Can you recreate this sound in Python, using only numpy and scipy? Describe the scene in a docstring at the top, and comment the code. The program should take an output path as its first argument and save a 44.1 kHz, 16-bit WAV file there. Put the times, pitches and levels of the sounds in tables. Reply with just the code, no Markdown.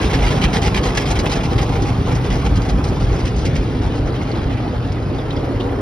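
"""An automatic car wash heard from inside the closed car.
First a roller's wet strips smack and scrub the windscreen, some twenty bundles in the first second: crackling
bursts of tiny blows ring in the glass, heavy bumps in panels and cabin air, under water hiss.
From about 2 s the blows grow sparser and duller as the strips climb to the roof; brief stick-slip squeaks begin.
By 4 s the listener faces the side window, where spray and gobs patter; at the end the pouring on the roof swells."""
import sys
import numpy as np
from scipy import signal
from scipy.fft import rfft, irfft, next_fast_len
from scipy.io import wavfile
from scipy.ndimage import uniform_filter1d

SR = 44100
rng = np.random.default_rng(int(sys.argv[2]) if len(sys.argv) > 2 else 0)


def waveform_to_disk(signal):
    """Save audio, clipped to [-1, 1], as 16-bit WAV at the path in sys.argv[1]."""
    frames = np.transpose(np.atleast_2d(signal))
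    scaled = np.clip(frames, -1, 1) * 32767
    samples = np.round(scaled).astype(np.int16)
    wavfile.write(sys.argv[1], SR, samples)


N = 256220
TIME = np.arange(N) / SR
SIZE = next_fast_len(N + SR // 2)
HZ = np.maximum(np.arange(SIZE // 2 + 1) * SR / SIZE, 1)
SIDES = np.array([[1], [-1]])  # left, right


# bundles of wet strips landing, relative levels:
# (time [s], contact [s], thud level [dB], smack level [dB], splash level [dB])
BUNDLE_LANDINGS = [(0.014, 0.043, -33, -30, -38), (.098, 0.017, -40, -30, -41),
                   (0.132, 0.02, -26, -25, -34.5), (.186, 0.0059, -42, -29, -47),
                   (0.22, 0.035, -27, -29, -40), (0.264, 0.024, -34, -25, -36.5),
                   (.303, 0.025, -38, -28, -37.5), (0.338, 0.048, -31, -34, -45),
                   (0.413, .026, -39, -23, -36.5), (0.436, 0.015, -30, -20, -33.5),
                   (0.53, 0.046, -26.5, -24.5, -34), (0.617, 0.028, -39, -29, -36),
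                   (0.648, 0.033, -23.5, -25.5, -35.5), (0.742, 0.015, -42, -23.5, -38),
                   (.763, 0.02, -40, -23, -34), (0.832, .016, -41, -28, -35),
                   (.853, .02, -23.5, -25.5, -35), (.885, 0.018, -38, -29.5, -40),
                   (.948, 0.015, -27, -29.5, -37), (0.972, 0.0077, -23.5, -19, -27),
                   (.998, 0.026, -40, -30, -38), (1.055, 0.038, -44, -31, -37.5),
                   (1.103, 0.017, -21.5, -27, -31), (1.155, 0.015, -40, -28, -39),
                   (1.188, 0.0085, -38, -26, -29), (1.233, .016, -21, -40, -51),
                   (1.256, 0.014, -26, -25.5, -39), (1.296, 0.0098, -40, -27, -35),
                   (1.314, 0.023, -38, -26.5, -32), (1.353, 0.019, -25, -31.5, -38.5),
                   (1.385, .016, -27, -46, -55), (1.432, .028, -50, -32, -39.5),
                   (1.512, 0.023, -23.5, -34.5, -48), (1.58, 0.013, -30, -25, -38),
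                   (1.613, 0.02, -22.5, -31, -37.5), (1.69, .006, -28, -33.5, -45),
                   (1.72, 0.021, -33, -34.5, -43.5), (1.755, 0.014, -21, -38, -45),
                   (1.82, 0.0061, -44, -37, -36), (1.852, 0.05, -30, -37, -44),
                   (2.07, 0.024, -23, -36, -46), (2.113, 0.014, -24, -33, -40),
                   (2.149, 0.014, -30, -42, -40), (2.24, 0.026, -36, -37, -44.5),
                   (2.302, 0.041, -29.5, -35, -42.5), (2.354, 0.016, -26, -38, -43),
                   (2.448, 0.023, -24, -32.5, -41), (2.556, 0.017, -36, -37, -39),
                   (2.618, .004, -42, -39, -39), (2.648, 0.018, -27, -44, -48),
                   (2.687, 0.021, -28.5, -36, -39), (2.838, 0.013, -40, -39, -38.5),
                   (2.868, 0.027, -32, -45, -42), (3.0, 0.05, -34, -43, -45),
                   (3.125, 0.044, -31.5, -39, -47), (3.192, .016, -40, -38, -42.5),
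                   (3.251, 0.031, -46, -35, -40), (3.36, 0.063, -46, -44, -44),
                   (3.451, 0.015, -34, -32.5, -34.5), (3.553, 0.013, -35, -31.5, -39),
                   (3.715, .02, -40, -55, -60), (3.815, 0.047, -30.5, -46, -47.5),
                   (3.95, 0.037, -38, -47, -48), (4.055, .025, -32, -44, -49),
                   (4.14, .025, -42, -36.5, -50), (4.215, .018, -40, -39, -46),
                   (4.27, 0.041, -30.5, -43, -52), (4.352, 0.014, -34, -41, -51),
                   (4.5, 0.016, -29, -44, -58), (4.522, .014, -40, -37.5, -50),
                   (4.57, 0.014, -38, -38, -54), (4.735, 0.027, -30, -46, -54),
                   (4.86, 0.015, -36, -48, -52), (4.92, .004, -47, -45, -43), (5.145, 0.048, -33, -51, -58),
                   (5.32, .02, -32, -45, -56), (5.44, 0.022, -31, -40, -53), (5.66, 0.018, -26.5, -48, -54),
                   (5.71, 0.022, -30, -46, -58)]
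# relative spectral density of the smack: (frequency [Hz], level [dB])
SMACK_COLOUR = [(900, -4), (1500, -2), (2000, 0.5), (3200, -2), (3900, -4.5), (5000, -27.5)]
# relative spectral density of the splash: (frequency [Hz], level [dB])
SPLASH_COLOUR = [(2800, -20.5), (4100, 0.5), (5400, 2), (6300, -1), (7500, -5), (9800, -14.5), (11500, -20),
                 (12500, -39)]


def slaps():
    """On the glass each bundle lands as a crackling smack of single strips and a splash of thrown water."""
    smack_rows = [(s, contact_s, db) for s, contact_s, _, db, _ in BUNDLE_LANDINGS]
    splash_rows = [(s, contact_s, db) for s, contact_s, _, _, db in BUNDLE_LANDINGS]
    smack_force = strokes(smack_rows, rise_s=0.004, fall_s=0.012)
    splash_force = strokes(splash_rows, rise_s=0.003, fall_s=0.0084)
    clumps = from_db(0.92 * drift(160))  # clumped strips share the force
    smack_blows = steady(clumps * impacts(3200, 0.55), seconds=0.011)
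    splash_blows = steady(clumps * impacts(4200, 0.5), seconds=0.014)
    smack = scatter(smack_force * smack_blows, span_s=0.045, ring_s=0.0053, ring_db=-3.5)
    splash = scatter(splash_force * splash_blows, span_s=0.045, ring_s=0.0078, ring_db=-3.0)
    smack = from_db(0.5) * radiate(smack, glass(SMACK_COLOUR))
    splash = from_db(4.0) * radiate(splash, glass(SPLASH_COLOUR))
    return smack + splash


# relative spectral density of the thud: (frequency [Hz], level [dB])
THUD_COLOUR = [(330, -24.5), (470, 8), (600, -7.5), (720, 0), (850, 0.5), (950, -13), (1300, -11.5),
               (1600, -14.5), (2400, -42.5)]


def thuds():
    """On sheet metal a bundle lands as a dull, hollow thud."""
    blows = scatter(impacts(4000, 0.52), span_s=0.05, ring_s=0.01, ring_db=2.0)
    metal = steady(radiate(blows, glass(THUD_COLOUR)), seconds=0.01)
    landings = [(s, contact_s, db) for s, contact_s, db, _, _ in BUNDLE_LANDINGS]
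    return from_db(-0.15) * strokes(landings, rise_s=0.024, fall_s=0.0084) * metal


# hard tips of single strips whipping the glass: (time [s], relative level [dB])
TIP_CRACKS = [(0.136, -24), (0.151, -23), (0.2706, -23), (0.422, -24), (0.4362, -20), (.441, -14),
              (.448, -33), (.5335, -21), (.546, -22), (.563, -23), (.661, -24), (.677, -23), (.748, -19),
              (0.765, -25), (.777, -14), (.835, -25), (.864, -24), (0.975, -19), (.979, -17), (1.111, -25),
              (1.161, -23), (1.195, -21), (1.265, -21), (1.321, -16), (1.335, -23), (1.436, -24),
              (1.457, -23), (1.587, -23), (1.693, -26), (2.118, -26), (2.155, -25), (2.241, -29),
              (2.303, -23), (2.327, -25), (2.366, -29), (2.462, -36), (2.62, -23), (2.697, -23),
              (2.846, -24), (3.205, -29), (3.258, -25), (3.456, -23.5), (3.559, -22), (3.991, -31),
              (4.316, -31), (4.442, -31), (4.921, -30), (5.148, -30), (5.307, -30), (5.368, -30),
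              (5.603, -30)]
# relative spectral density of a crack: (frequency [Hz], level [dB])
TIP_COLOUR = [(700, -5), (1500, -2), (2200, -1.5), (3500, 3), (5400, -1), (6400, -9), (7500, -12),
              (9800, -36), (12300, -44)]


def tips():
    """A strip's tip cracks on the windscreen like a tiny whip: a noise burst of about a millisecond."""
    force, fall_s = np.zeros((2, N)), 0.0013
    age = TIME[:SR // 100]
    for s, db in TIP_CRACKS:
        start = int(s * SR)
        crack = rms_one(np.exp(-age / fall_s) * rng.standard_normal((2, len(age))))
        force[:, start:start + len(age)] += from_db(db) * crack
    return from_db(-13.0) * radiate(force, glass(TIP_COLOUR, ringing=0.83))


# roller pressure, as relative rumble level: (time [s], cabin boom level [dB], panel drumming level [dB])
ROLLER_PRESSURE = [(0, -22, -24), (0.3, -27, -19.5), (0.8, -26, -21.5), (1.4, -23.5, -22),
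                   (2.0, -26.5, -19.5), (2.55, -21, -21), (3.1, -25.5, -21.5), (3.8, -27, -24),
                   (4.4, -31, -25), (5.2, -28.5, -24), (5.81, -27, -26)]
# heavy bumps of the roller on the body, relative levels:
# (time [s], contact [s], cabin boom level [dB], panel drumming level [dB])
ROLLER_BUMPS = [(0.05, .025, -29, -15.5), (0.14, 0.068, -17, -20), (0.228, 0.042, -14.5, -28),
                (0.372, 0.022, -25, -16.5), (0.437, 0.038, -14.5, -17), (0.555, .018, -36, -16),
                (0.648, .035, -18.5, -20.5), (0.783, 0.025, -15, -26), (.868, .032, -23, -31),
                (1.07, 0.035, -18.5, -22), (1.15, 0.04, -21, -26), (1.41, .03, -21, -34),
                (1.48, 0.039, -25, -32), (1.54, 0.026, -24, -15), (1.59, 0.032, -21, -19),
                (1.675, 0.021, -23, -26), (1.775, 0.039, -19, -32), (1.9, 0.038, -28, -20.5),
                (1.985, 0.024, -19, -17), (2.125, 0.035, -29, -16.5), (2.258, 0.03, -18, -31),
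                (2.323, 0.03, -19, -15.5), (2.42, .06, -17, -29), (2.505, .045, -15.5, -16.5),
                (2.57, 0.019, -24, -12.5), (2.68, 0.065, -17, -21), (2.755, 0.021, -15, -19),
                (2.85, 0.03, -30, -18), (2.955, 0.028, -21, -31), (3.005, .02, -19, -17),
                (3.045, 0.093, -16.5, -22), (3.235, 0.029, -20, -18.5), (3.35, .075, -18, -32),
                (3.46, .035, -26, -16), (3.53, 0.024, -23, -16), (3.58, 0.035, -18.5, -37),
                (3.675, 0.041, -36, -23), (3.765, 0.047, -21, -22), (3.845, 0.045, -20, -22),
                (3.995, .03, -19.5, -19.5), (4.05, 0.04, -20, -23), (4.165, .05, -23, -21),
                (4.375, 0.048, -23, -23.5), (4.45, 0.045, -20, -21), (4.545, .028, -23, -21),
                (4.69, .025, -33, -32), (4.755, .045, -25, -23.5), (4.875, .03, -23, -22),
                (5.04, .05, -30, -22), (5.37, 0.02, -30, -22), (5.535, .03, -28, -23),
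                (5.715, .03, -24, -40)]
# cabin air resonances: (frequency [Hz], width [Hz], relative level [dB])
CABIN_AIR_MODES = [(52.5, 14.7, 2), (39, 12, -5.5)]
# body panel resonances: (frequency [Hz], width [Hz], relative level [dB])
BODY_PANEL_MODES = [(85.2, 35, -2), (113, 10.7, 0.5), (139, 35, -3), (189, 26, -5.5)]


def roller():
    """Hundreds of soft blows a second drum on the panels and pump the cabin air; heavy bumps stand out."""
    boom_db, drum_db = in_time(ROLLER_PRESSURE)
    boom_rows = [(s, contact_s, db) for s, contact_s, db, _ in ROLLER_BUMPS]
    drum_rows = [(s, contact_s, db) for s, contact_s, _, db in ROLLER_BUMPS]
    boom_bumps = strokes(boom_rows, rise_s=0.023, fall_s=0.025)
    drum_bumps = strokes(drum_rows, rise_s=0.013, fall_s=0.017)
    boom = radiate(impacts(900, 0.42), body(CABIN_AIR_MODES, low_hz=36.3, high_hz=72.0))
    boom = steady(boom, seconds=0.11)
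    drum = radiate(impacts(1800, 0.62), body(BODY_PANEL_MODES, low_hz=77.0, high_hz=231))
    drum = steady(flexing(drum, share=0.0504, corner_hz=4.05), seconds=0.06)
    boom_force = np.hypot(from_db(boom_db + 1.3 * drift(12)), from_db(0.5) * boom_bumps)
    drum_force = np.hypot(from_db(drum_db + 0.65 + 0.96 * drift(8.1)), from_db(-1.5) * drum_bumps)
    return boom_force * boom + drum_force * drum


# bundles striking mid bonnet or roof: (time [s], contact [s], relative level [dB])
SHEET_KNOCKS = [(.042, .02, -19), (.132, .018, -19), (1.35, 0.028, -18), (1.818, 0.021, -18),
                (2.778, 0.01, -23), (3.42, 0.06, -23.5), (3.79, 0.019, -25), (3.942, 0.02, -21),
                (4.07, 0.036, -26), (4.315, 0.033, -23.5), (4.46, .025, -26.5), (4.6, 0.017, -25),
                (4.65, .03, -22.5), (5.11, 0.04, -24), (5.51, 0.018, -24), (5.6, 0.019, -21),
                (5.72, 0.052, -26)]
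# roof sheet resonances: (frequency [Hz], width [Hz], relative level [dB])
ROOF_SHEET_MODES = [(263.4, 31, 2.5), (306, 57, -3), (384, 81, -3), (467, 67, -5), (566, 110, -17)]


def roof_knocks():
    """A bundle that hits bonnet or roof squarely sets its lowest modes booming."""
    sheet = radiate(impacts(3000, 0.6), body(ROOF_SHEET_MODES, low_hz=225, high_hz=383))
    sheet = steady(flexing(sheet, share=0.0302, corner_hz=5.13), seconds=0.035)
    return from_db(-3.0) * strokes(SHEET_KNOCKS, rise_s=0.011, fall_s=0.016) * sheet


# strips dragging over the glass: (time [s], level [dB])
DRAG_LEVEL = [(0, -35), (1.6, -46), (2.1, -35), (2.7, -40), (3.15, -38), (3.6, -56), (5.1, -47),
              (5.81, -43)]
# relative spectral density of the scrubbing: (frequency [Hz], level [dB])
SCRUB_COLOUR = [(400, -31), (600, 1), (800, -3), (1100, 4), (1400, 0.5), (1900, -5), (2600, -11.5),
                (4000, -30.5)]


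def scrubbing():
    """Strips dragged over the glass churn in tiny slips, rougher after each landing."""
    drag_db, = in_time(DRAG_LEVEL)
    landings = [(s, contact_s, db) for s, contact_s, db, _, _ in BUNDLE_LANDINGS]
    drags = strokes(landings, rise_s=0.011, fall_s=0.014)
    force = np.hypot(from_db(drag_db + 1.7 * drift(22)), from_db(-13.5) * drags)
    slips = scatter(impacts(1400, 0.76), span_s=0.04, ring_s=0.012, ring_db=-0.5)
    return force * steady(radiate(slips, glass(SCRUB_COLOUR, ringing=0.26)), seconds=0.025)


# strips catching on the glass: (time [s], relative level [dB], pitch [Hz], glide [Hz/s],
# roughness [Hz], rise [s], fall [s])
STRIP_SQUEAKS = [(2.112, -43, 2970, 0, 500, 0.0038, .007), (2.241, -34, 3040, 0, 120, .004, .007),
                 (2.302, -31, 3100, -1000, 220, .004, 0.016), (2.459, -31, 2710, 0, 500, 0.0066, .008),
                 (3.455, -32, 2500, 0, 350, .004, .007), (3.556, -31.5, 2435, 3000, 300, 0.0055, 0.0076),
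                 (4.312, -30.5, 4330, 6000, 350, .006, 0.0056), (4.352, -40, 3800, 0, 500, .005, .007),
                 (4.383, -42, 3800, -8000, 400, .003, .004), (5.18, -36, 3470, 2000, 250, .012, 0.0083),
                 (5.303, -30, 3600, -3000, 600, 0.0058, 0.0086),
                 (5.359, -38.5, 5040, 3000, 400, 0.0069, 0.013), (5.366, -34, 3340, -3000, 120, .005, .007),
                 (5.598, -30, 3050, 0, 250, .009, .006), (5.603, -36, 3530, 10000, 70, 0.0073, 0.014)]
# relative spectral density of the flicked drops: (frequency [Hz], level [dB])
SPATTER_COLOUR = [(1500, -12), (3000, 3), (4500, -2), (6000, -10), (7500, -14), (12000, -28)]


def squeaks():
    """A strip sticks and slips: each slip rings at a slightly different pitch; drops spatter on the glass."""
    level_db, spatter_db, ring_s, slip_count = 1.0, -10.5, 0.0022, 100
    out, age = np.zeros((2, N)), TIME[:SR // 10]
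    for s, db, hz, glide, rough_hz, rise_s, fall_s in STRIP_SQUEAKS:
        slip_s = (np.arange(slip_count) + rng.random(slip_count) - 1) * age[-1] / slip_count
        pitch_hz = hz + glide * slip_s + rough_hz * rng.uniform(-0.89, 1, slip_count)
        since_s = np.maximum(age - slip_s[:, None], 0)
        rings = np.sin(2 * np.pi * pitch_hz[:, None] * since_s) * np.exp(-since_s / ring_s)
        chirp = steady(rng.standard_normal((2, slip_count)) @ rings, seconds=0.008)
        shape = np.minimum(age / rise_s, 1) * np.exp(-np.maximum(age - rise_s, 0) / fall_s)
        start = int(s * SR)
        out[:, start:start + len(age)] += from_db(db + level_db) * shape * chirp
    spatter_rows = [(s, rise_s, db) for s, db, _, _, _, rise_s, _ in STRIP_SQUEAKS]
    spatter = strokes(spatter_rows, rise_s=0.004, fall_s=0.049) * impacts(700, 0.6)
    spatter = radiate(spatter, glass(SPATTER_COLOUR, ringing=0.4))
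    return radiate(out, np.ones(len(HZ))) + from_db(spatter_db) * spatter


# water on the car, relative levels:
# (time [s], roof pouring level [dB], glass sloshing level [dB], fine spray level [dB])
WATER_FLOW = [(0, -22, -28.5, -32), (0.55, -23, -28.5, -36.5), (1.3, -23, -29, -37),
              (1.8, -24.5, -30, -37.5), (2.1, -24.5, -33.5, -39), (2.7, -24.5, -32, -39),
              (3.5, -25, -35, -38), (4.2, -25.5, -33.5, -38.5), (4.9, -27, -34.5, -40),
              (5.4, -24.5, -33.5, -40.5), (5.81, -21.5, -33, -41)]
# relative spectral density of the sloshing: (frequency [Hz], level [dB])
SLOSH_COLOUR = [(400, -27.5), (600, 0), (740, 4.5), (950, 0.5), (1300, -1.5), (1600, -9.5), (2400, -34.5)]
# relative spectral density of spray on the windscreen: (frequency [Hz], level [dB])
SPRAY_COLOUR = [(900, -12), (1500, 1), (2400, 2), (3500, 0), (4400, -4.5), (5300, -5), (6300, -8.5),
                (7500, -17), (9800, -18), (11500, -29), (12300, -37)]
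# relative spectral density of spray on the side window: (frequency [Hz], level [dB])
SIDE_SPRAY_COLOUR = [(900, -4), (1500, 0.5), (2100, 0), (3300, -2.5), (4000, -5), (4700, -6), (6300, -14),
                     (7500, -23), (9800, -22), (11500, -30), (12300, -88)]


def water(turn):
    """Water pours on the roof, sloshes over the glass and patters as spray and gobs, in uneven gushes."""
    roof_db, slosh_db, spray_db = in_time(WATER_FLOW)
    gush = drift(31)  # shared by slosh and spray

    roof = radiate(impacts(3000, 1.64), body(ROOF_SHEET_MODES, low_hz=227.0, high_hz=648))
    roof = steady(flexing(roof, share=0.03, corner_hz=4.0), seconds=0.098)
    roof = from_db(roof_db - 0.9 + 1.1 * drift(5.8)) * roof

    slosh = from_db(slosh_db + gush) * impacts(6000, 0.9)
    slosh = scatter(slosh, span_s=0.09, ring_s=0.02, ring_db=-6.5)
    slosh = radiate(slosh, glass(SLOSH_COLOUR, ringing=0.69))

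    spray = from_db(spray_db + 1.5 + 0.57 * gush + 1.33 * drift(90)) * impacts(11000, 0.92)
    spray = scatter(spray, span_s=0.05, ring_s=0.0083, ring_db=-4.5)
    front = radiate(np.sqrt(1 - turn ** 2) * spray, glass(SPRAY_COLOUR, ringing=0.43))
    # streams swapped; this pane hardly rings
    beside = radiate(turn * spray[::-1], glass(SIDE_SPRAY_COLOUR, ringing=0.077))

    pings = from_db(spray_db - 12.5) * droplets(per_s=32, width_hz=320, count=7)
    gobs = turn * from_db(spray_db - 5.5) * splats(per_s=7, fall_s=0.01, count=4)
    return roof + slosh + front + beside + pings + gobs


def droplets(per_s, width_hz, count):
    """Larger droplets ping briefly at `count` pitches, struck `per_s` times a second per stream."""
    out = 0
    for hz in np.geomspace(1500, 5200, count):
        response = resonance(hz, width_hz) * resonance(hz, hz / 2)
        out = out + radiate(impacts(per_s, 0.46), response) / hz
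    return rms_one(out)


def splats(per_s, fall_s, count):
    """Gobs of water burst at random in `count` pitch ranges: short patters whose power decays over fall_s."""
    out = 0
    for hz in np.geomspace(950, 3000, count):
        starts = (rng.random(N) < per_s / SR) + 1e-9
        burst_power = signal.lfilter([1], [1, -np.exp(-1 / (fall_s * SR))], starts)
        patter = np.sqrt(burst_power) * impacts(2500, 0.6)
        out = out + radiate(patter, resonance(hz, hz / 4) ** 2) / np.sqrt(hz)
    return rms_one(out)


def impacts(per_s, spread_db):
    """Two unrelated streams of tiny random blows of uneven size, scaled jointly to unit power."""
    unevenness = np.minimum(rng.exponential(1, (2, N)), 4)
    sizes = rng.standard_normal((2, N)) * from_db(spread_db * unevenness)
    return rms_one(sizes * (rng.random((2, N)) < per_s / SR))


def strokes(rows, rise_s, fall_s):
    """Force of blows (time [s], contact [s], level [dB]): each builds up, lasts while in contact, dies away."""
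    power = np.zeros(N)
    for s, contact_s, db in rows:
        start = max(int((s - rise_s / 2) * SR), 0)
        age = TIME[start:start + SR // 4] - s
        rise = np.clip(age / rise_s + 0.5, 0, 1)
        fall = np.exp(-np.maximum(age - contact_s, 0) / fall_s)
        power[start:start + len(age)] += (from_db(db) * rise * fall) ** 2
    return np.sqrt(power)


def scatter(force, span_s, ring_s, ring_db):
    """The contact wanders: each span of time adds a brief random ring with a colour of its own."""
    span, age = int(span_s * SR), TIME[:SR // 40]
    rings = rng.standard_normal((N // span + 1, len(age))) * np.exp(-age / ring_s)
    rings *= from_db(ring_db) / np.linalg.norm(rings, axis=1, keepdims=True)
    rings[:, 0] = 1  # the direct blow
    out = np.zeros((2, N + span + len(age)))
    for start, ring in zip(range(0, N, span), rings):
        unit_ring = ring / np.linalg.norm(ring)
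        rung = signal.fftconvolve(force[:, start:start + span], [unit_ring], axes=1)
        out[:, start:start + rung.shape[1]] += rung
    return out[:, :N]


def resonance(hz, width_hz):
    """Response of one damped mode, 1 on top."""
    return 1 / (1 + 1j * (HZ ** 2 - hz ** 2) / (HZ * width_hz))


def body(modes, low_hz, high_hz):
    """A part struck all over: its modes add in power and fade steeply outside its range."""
    power = sum(np.abs(from_db(db) * resonance(hz, width_hz)) ** 2 for hz, width_hz, db in modes)
    skirts = (1 + (low_hz / HZ) ** 8) * (1 + (HZ / high_hz) ** 8)
    return causal(10 * np.log10(power / skirts + 1e-12))


# windscreen resonances above its broad response: (frequency [Hz], width [Hz], lift at ringing 1 [dB])
WINDSCREEN_MODES = [(800, 110, 5), (1010, 60, 2.5), (1710, 60, 3.5), (1970, 90, 6), (2130, 80, 5.5),
                    (2360, 110, 6), (2650, 90, 3.5), (2810, 55, 4), (2990, 90, 3.5), (3190, 55, 7),
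                    (3365, 70, 4), (4048, 55, 6), (4590, 50, 2.5), (4890, 55, 6.5), (5540, 80, 4),
                    (6400, 80, 3)]


def glass(colour, ringing=1):
    """A contact colour lifted at the windscreen resonances, which ring more or less."""
    lift_db = sum(db / (1 + (2 * (HZ - hz) / width_hz) ** 2) for hz, width_hz, db in WINDSCREEN_MODES)
    return causal(over_hz(colour) + ringing * lift_db)


def causal(db):
    """Minimum-phase response of a dB curve: nothing sounds before its cause."""
    cepstrum = irfft(np.log(from_db(db)), SIZE)
    cepstrum[1:SIZE // 2] *= 2
    cepstrum[SIZE // 2 + 1:] = 0
    return np.exp(rfft(cepstrum))


def flexing(x, share, corner_hz):
    """A panel flexes under load, so its resonances slide up and down by an rms share of their pitch."""
    place = np.cumsum(1 + share * drift(corner_hz))
    place *= (N - 1) / place[-1]
    return np.array([np.interp(place, np.arange(N), side) for side in x])


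# likeness of the two microphones: (frequency [Hz], left-right correlation [0-1])
MIC_LIKENESS = [(50, 1), (120, 0.98), (400, 0.95), (620, 0.69), (1200, 0.24), (2000, 0.66), (3000, 0.5),
                (4500, 0.83), (5400, 0.91), (7300, 1), (8800, 0.96), (10500, 0.59)]
# phase by which the left leads: (frequency [Hz], lead [rad])
MIC_LEAD = [(50, 0), (400, -.25), (1700, .1), (2600, 1.4), (3700, .9), (4400, 1.2), (5100, .3), (7100, 3),
            (8000, 3.3), (9800, 6.2)]


def radiate(force, response):
    """Two streams ring through a unit-power response and reach two microphones, partly alike, phase-shifted."""
    mid, side = rfft(force, SIZE) * response / np.sqrt(np.mean(np.abs(response) ** 2))
    alike = np.clip(over_hz(MIC_LIKENESS), 0, 1)
    pair = np.sqrt((1 + alike) / 2) * mid + SIDES * np.sqrt((1 - alike) / 2) * side
    return irfft(pair * np.exp(1j * SIDES * over_hz(MIC_LEAD) / 2), SIZE)[:, :N]


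def steady(x, seconds):
    """Hold the power of a stream even over the given span."""
    power = uniform_filter1d(np.mean(x ** 2, axis=0), int(seconds * SR) + 1)
    return x / np.sqrt(power + 1e-9)


def drift(corner_hz):
    """Random wander of unit rms, its spectrum falling off above corner_hz."""
    spectrum = rfft(rng.standard_normal(SIZE)) / (1 + (HZ / corner_hz) ** 2)
    return rms_one(irfft(spectrum, SIZE)[:N])


def from_db(db):
    """Decibels to gain."""
    return 10 ** (np.asarray(db) / 20)


def rms_one(x):
    """Scale to unit power."""
    return x / np.sqrt(np.mean(x ** 2) + 1e-20)


def in_time(rows):
    """Each column of a time table at every sample."""
    s, *columns = np.transpose(rows)
    return [np.interp(TIME, s, column) for column in columns]


def over_hz(points):
    """A table joined by straight lines on a log-frequency axis."""
    hz, value = np.transpose(points)
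    return np.interp(np.log(HZ), np.log(hz), value)


# listener turning from windscreen to side window: (time [s], share of the turn [0-1])
LISTENER_TURN = [(0, 0.05), (2.5, 0.25), (3.3, 0.46), (4.0, 0.97), (4.7, 1), (5.3, 0.99), (5.81, 0.99)]
# colour facing the side window relative to facing forward: (frequency [Hz], level [dB])
ASIDE_COLOUR = [(60, -1), (112, 3.5), (150, -2), (185, -4), (225, 0.5), (265, 3), (340, -1), (520, 1),
                (620, 2.5), (820, -0.5), (1100, 0.5), (10000, -2.5)]
# cabin balance between microphones: (frequency [Hz], left minus right [dB])
CABIN_TILT = [(60, 0), (97, 1.0), (160, -0.5), (250, -1.5), (410, -0.5), (660, -1.0), (1070, 0),
              (1720, -0.5), (2780, -2.5), (4490, 0), (7250, -2), (11700, 1)]


def scene():
    """All sources share the cabin's balance; as the listener turns, a second colour fades in."""
    turn = np.clip(in_time(LISTENER_TURN)[0], 0, 1)
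    blows = slaps() + thuds() + tips() + roller() + roof_knocks()
    friction = scrubbing() + squeaks()
    cabin = rfft(blows + friction + water(turn), SIZE) * from_db(SIDES * over_hz(CABIN_TILT) / 2)
    ahead = irfft(cabin, SIZE)[:, :N]
    aside = irfft(cabin * causal(over_hz(ASIDE_COLOUR)), SIZE)[:, :N]
    return (1 - turn) * ahead + turn * aside


def record(dry):
    """An elliptic low-pass cuts the top of the treble steeply."""
    cutoff_hz, ripple_db, stop_db = 12300, 0.2, 80
    lowpass = signal.ellip(10, ripple_db, stop_db, cutoff_hz, fs=SR, output="sos")
    return signal.sosfilt(lowpass, dry)


dry = scene()
out = record(dry)
waveform_to_disk(out)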